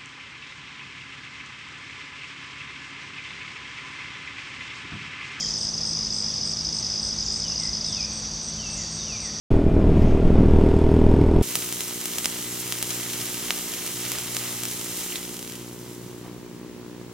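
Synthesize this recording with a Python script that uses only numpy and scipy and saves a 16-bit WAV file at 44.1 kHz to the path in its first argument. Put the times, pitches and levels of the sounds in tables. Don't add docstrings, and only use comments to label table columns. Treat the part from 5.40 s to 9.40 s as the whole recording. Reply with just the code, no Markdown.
import sys
import numpy as np
from scipy import signal
from scipy.fft import rfft, irfft
from scipy.io import wavfile

SR = 44100
rng = np.random.default_rng(int(sys.argv[2]) if len(sys.argv) > 2 else 0)


def wav_record(signal):
    frames = np.transpose(np.atleast_2d(signal))
    bounded = np.clip(frames, -1, 1)
    quanta = np.round(bounded * 32767).astype(np.int16)
    wavfile.write(sys.argv[1], SR, quanta)


N = 176400
LEAD = SR // 2
TIME = np.arange(-LEAD, N) / SR

# frequency_hz, relative_db
AIR_SPECTRUM = [(20, -34), (31, -25), (42, -5.5), (56, -6), (70, -7), (88, -8.5), (100, -7), (115, 0),
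                (130, -8), (175, -6.5), (195, -12), (235, -10), (290, -11), (400, -14.5), (640, -16.5),
                (1000, -20), (1250, -21), (1600, -32.5), (2300, -35.5), (3200, -26)]
# time_s, relative_db
RUMBLE_SWELL = [(0, -55), (.6, -51), (1.05, -53), (1.7, -46), (2.7, -45), (3.2, -47), (4, -55)]
# pitch_hz, level_db, unsteadiness_0_to_1
HUM_TONES = [(90.6, -51.5, 0.14), (159, -46, 0.39), (214.5, -46, 0.2)]
# frequency_hz, relative_db
INSECT_WASH_SPECTRUM = [(2500, -18.5), (3100, -18.5), (3500, -11), (3850, -13), (4150, -16), (4550, -8),
                        (5200, -4.5), (5800, 1), (6250, -1), (6650, -10.5), (7300, -22), (7900, -17),
                        (8350, -21.5), (8700, -24.5), (9300, -33.5), (12000, -42.5), (15500, -51)]
# pitch_hz, spread_hz, strokes_per_s, level_db
CRICKET_CHOIRS = [(5900, 146, 55, -39.5), (4685, 78, 42, -41.5)]
# start_s, centre_hz, width_hz, gain_db
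RASPY_CALLS = [(-.02, 6870, 480, -36), (.705, 7560, 130, -45), (1.825, 6940, 380, -39),
               (3.36, 6700, 400, -36.5)]
# start_s, length_s, start_hz, end_hz, bend_exponent (1 is straight), level_db
BIRD_WHISTLES = [(-.08, 0.17, 3570, 3100, 1.8, -45), (.0, 0.049, 2800, 1700, 1.3, -42.5),
                 (2.02, 0.12, 3250, 2690, 1.5, -45), (2.188, .1, 2280, 1870, 1.3, -46),
                 (2.44, .105, 3990, 3190, 1.0, -40.5), (2.539, .115, 3130, 2360, 2.6, -42),
                 (3.174, 0.16, 3250, 2605, 2.25, -41.5), (3.355, .12, 2130, 1856, 1.22, -48),
                 (3.585, 0.056, 4050, 3410, 1.4, -42.5), (3.658, 0.12, 3200, 2305, 1.9, -40.5),
                 (3.825, 0.078, 2120, 1910, 1.66, -42.5)]
# first_pulse_s, last_pulse_s
HIGH_CHIRPS = [(.171, .249), (.452, .531), (.732, .821), (1.042, 1.121), (1.333, 1.410), (1.606, 1.686),
               (1.911, 2.001), (2.188, 2.266), (2.451, 2.518), (2.722, 2.801), (3.020, 3.098),
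               (3.299, 3.376), (3.503, 3.582), (3.794, 3.873)]
# first_stroke_s, last_stroke_s
NEAR_BURSTS = [(.009, .108), (.140, .178), (.213, .290), (.342, .342), (.381, .381), (.4145, .670),
               (.706, .904), (.941, .982), (1.014, 1.136), (1.171, 1.210), (1.251, 1.290), (1.329, 1.388),
               (1.429, 1.467), (1.502, 1.598), (1.631, 1.729), (1.787, 1.827), (1.865, 1.962),
               (2.002, 2.041), (2.082, 2.122), (2.160, 2.200), (2.236, 2.293), (2.333, 2.371),
               (2.412, 2.412), (2.447, 2.486), (2.528, 2.569), (2.608, 2.649)]


def from_db(db):
    return 10 ** (np.asarray(db) / 20)


def unit_rms(x):
    return x / np.sqrt(np.mean(x ** 2) + 1e-20)


def noise(gain_at):
    hz = np.maximum(np.fft.rfftfreq(len(TIME), 1 / SR), 1)
    white = rng.standard_normal(len(TIME))
    return unit_rms(irfft(rfft(white) * gain_at(hz), len(TIME)))


def noise_band(centre_hz, width_hz):
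    return noise(lambda hz: np.exp(-.5 * ((hz - centre_hz) / width_hz) ** 2))


def eq_curve(spectrum, hz):
    points_hz, db = np.transpose(spectrum)
    return from_db(np.interp(np.log(hz), np.log(points_hz), db))


def drift(rate_hz):
    return noise(lambda hz: 1 / (1 + (hz / rate_hz) ** 2))


def add(track, start_s, sound):
    i = max(int(start_s * SR) + LEAD, 0)
    part = track[i:i + len(sound)]
    part += sound[:len(part)]


def phase_of(hz):
    return 2 * np.pi * np.cumsum(hz) / SR


def pulse_times(first_s, last_s, gap_s):
    gaps = max(int(round((last_s - first_s) / gap_s)), 0)
    return np.linspace(first_s, last_s, gaps + 1)


def among_trees(dry, wet_db, t60_s=0.7, build_s=0.036):
    t = np.arange(SR) / SR
    tail = rng.standard_normal(SR) * from_db(-60 * t / t60_s) * (1 - np.exp(-t / build_s))
    wet = signal.fftconvolve(dry, tail / np.linalg.norm(tail))[:len(dry)]
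    return dry + from_db(wet_db) * wet


def open_air(rolloff_hz=2780):
    bed = noise(lambda hz: eq_curve(AIR_SPECTRUM, hz) / (1 + (hz / rolloff_hz) ** 4))
    rumble = noise_band(centre_hz=55.4, width_hz=8.4)
    swell_db = np.interp(TIME, *np.transpose(RUMBLE_SWELL))
    return from_db(-43) * bed + from_db(swell_db - 0.5) * rumble


def machinery_hum():
    out = np.zeros(len(TIME))
    for hz, db, unsteadiness in HUM_TONES:
        phase = 2 * np.pi * hz * TIME
        steady = np.sqrt(2 * max(1 - unsteadiness ** 2, 0)) * np.sin(phase)
        wavering = drift(7.6) * np.sin(phase) + drift(2.3) * np.cos(phase)
        out += from_db(db) * (steady + unsteadiness * wavering)
    return out


def insect_wash(level_db=-34, flicker_db=.5):
    gain = from_db(level_db + flicker_db * drift(23))
    return gain * noise(lambda hz: eq_curve(INSECT_WASH_SPECTRUM, hz))


def wing_stroke(hz, sag_hz_per_s, rise_s, fall_s, overtone_db, snap=2.6):
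    t = np.arange(-SR // 100, SR // 100) / SR
    envelope = np.exp(-np.where(t < 0, np.abs(t / rise_s) ** snap, (t / fall_s) ** 2))
    phase = phase_of(hz - sag_hz_per_s * t)
    return envelope * (np.sin(phase) + from_db(overtone_db) * np.sin(2 * phase))


def far_crickets(per_choir=6):
    out = np.zeros(len(TIME))
    for pitch_hz, spread_hz, strokes_per_s, db in CRICKET_CHOIRS:
        choir = np.zeros(len(TIME))
        for hz in pitch_hz + spread_hz * np.linspace(-1, 1, per_choir):
            stroke = wing_stroke(hz, sag_hz_per_s=45900, rise_s=.0028, fall_s=.0028, overtone_db=-40)
            own_gap_s = rng.uniform(.8, 1.2) / strokes_per_s
            gaps_s = own_gap_s * (1 + .04 * rng.standard_normal(400))
            for start_s in TIME[0] + np.cumsum(gaps_s):
                add(choir, start_s, stroke)
        out += from_db(db) * unit_rms(among_trees(choir, wet_db=-2))
    return out


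def raspy_calls(rise_s=0.0083, decay_s=0.13):
    out = np.zeros(len(TIME))
    for start_s, centre_hz, width_hz, db in RASPY_CALLS:
        age_s = np.maximum(TIME - start_s, 0)
        envelope = (1 - np.exp(-age_s / rise_s)) * np.exp(-age_s / decay_s)
        out += from_db(db) * envelope * noise_band(centre_hz, width_hz)
    return out


def distant_bird(waver_hz=41, flicker_db=2.5):
    out = np.zeros(len(TIME))
    for start_s, length_s, start_hz, end_hz, bend, db in BIRD_WHISTLES:
        progress = np.linspace(0, 1, int(length_s * SR))
        glide_hz = end_hz + (start_hz - end_hz) * (1 - progress) ** bend
        tone = np.sin(phase_of(glide_hz + waver_hz * drift(42)[:len(progress)]))
        envelope = np.abs(np.sin(np.pi * progress)) ** .5
        add(out, start_s, from_db(db) * envelope * tone)
    flicker = from_db(flicker_db * drift(27))
    return among_trees(out * flicker, wet_db=-3)


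def high_cricket(pitch_hz=8418, scoop_hz=350, pulse_s=.0095, level_db=-37.5, soft_start_db=-11):
    out = np.zeros(len(TIME))
    progress = np.linspace(0, 1, int(pulse_s * SR))
    envelope = np.sin(np.pi * progress)
    scooped_hz = pitch_hz - scoop_hz * (1 - progress) ** 4
    for first_s, last_s in HIGH_CHIRPS:
        times = pulse_times(first_s, last_s, gap_s=.0113)
        droops_hz = np.linspace(400, 1700, len(times))
        for k, droop_hz in enumerate(droops_hz):
            hz = scooped_hz + rng.normal(0, 25) - droop_hz * progress ** 3
            db = level_db + soft_start_db * (k == 0) + rng.normal(0, 1)
            add(out, times[k] - .4 * pulse_s, from_db(db) * envelope * np.sin(phase_of(hz)))
    return among_trees(out, wet_db=-10)


def near_cricket(pitch_hz=5113, level_db=-20.5, echo_s=.00946, echo_db=-8):
    out = np.zeros(len(TIME))
    for first_s, last_s in NEAR_BURSTS:
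        for centre_s in pulse_times(first_s, last_s, gap_s=.0196):
            hz = pitch_hz + rng.normal(0, 23.3)
            stretch = np.exp(rng.normal(0, 0.061))
            stroke = wing_stroke(hz, sag_hz_per_s=62000 / stretch, rise_s=.0027,
                                 fall_s=.004 * stretch, overtone_db=-37)
            gain = from_db(level_db + rng.normal(0, 0.25))
            add(out, centre_s - len(stroke) / SR / 2, gain * stroke)
    echo = from_db(echo_db) * np.interp(TIME - echo_s, TIME, out)
    return among_trees(out + echo, wet_db=-16)


def scene():
    foreground = near_cricket() + high_cricket()
    distance = insect_wash() + far_crickets() + distant_bird() + raspy_calls()
    bed = open_air() + machinery_hum()
    mono = foreground + distance + bed
    return np.tile(mono[LEAD:], (2, 1))


def record(dry, stopband_hz=16000):
    return signal.sosfilt(signal.cheby2(16, 60, stopband_hz, fs=SR, output="sos"), dry)


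dry = scene()
out = record(dry)
wav_record(out)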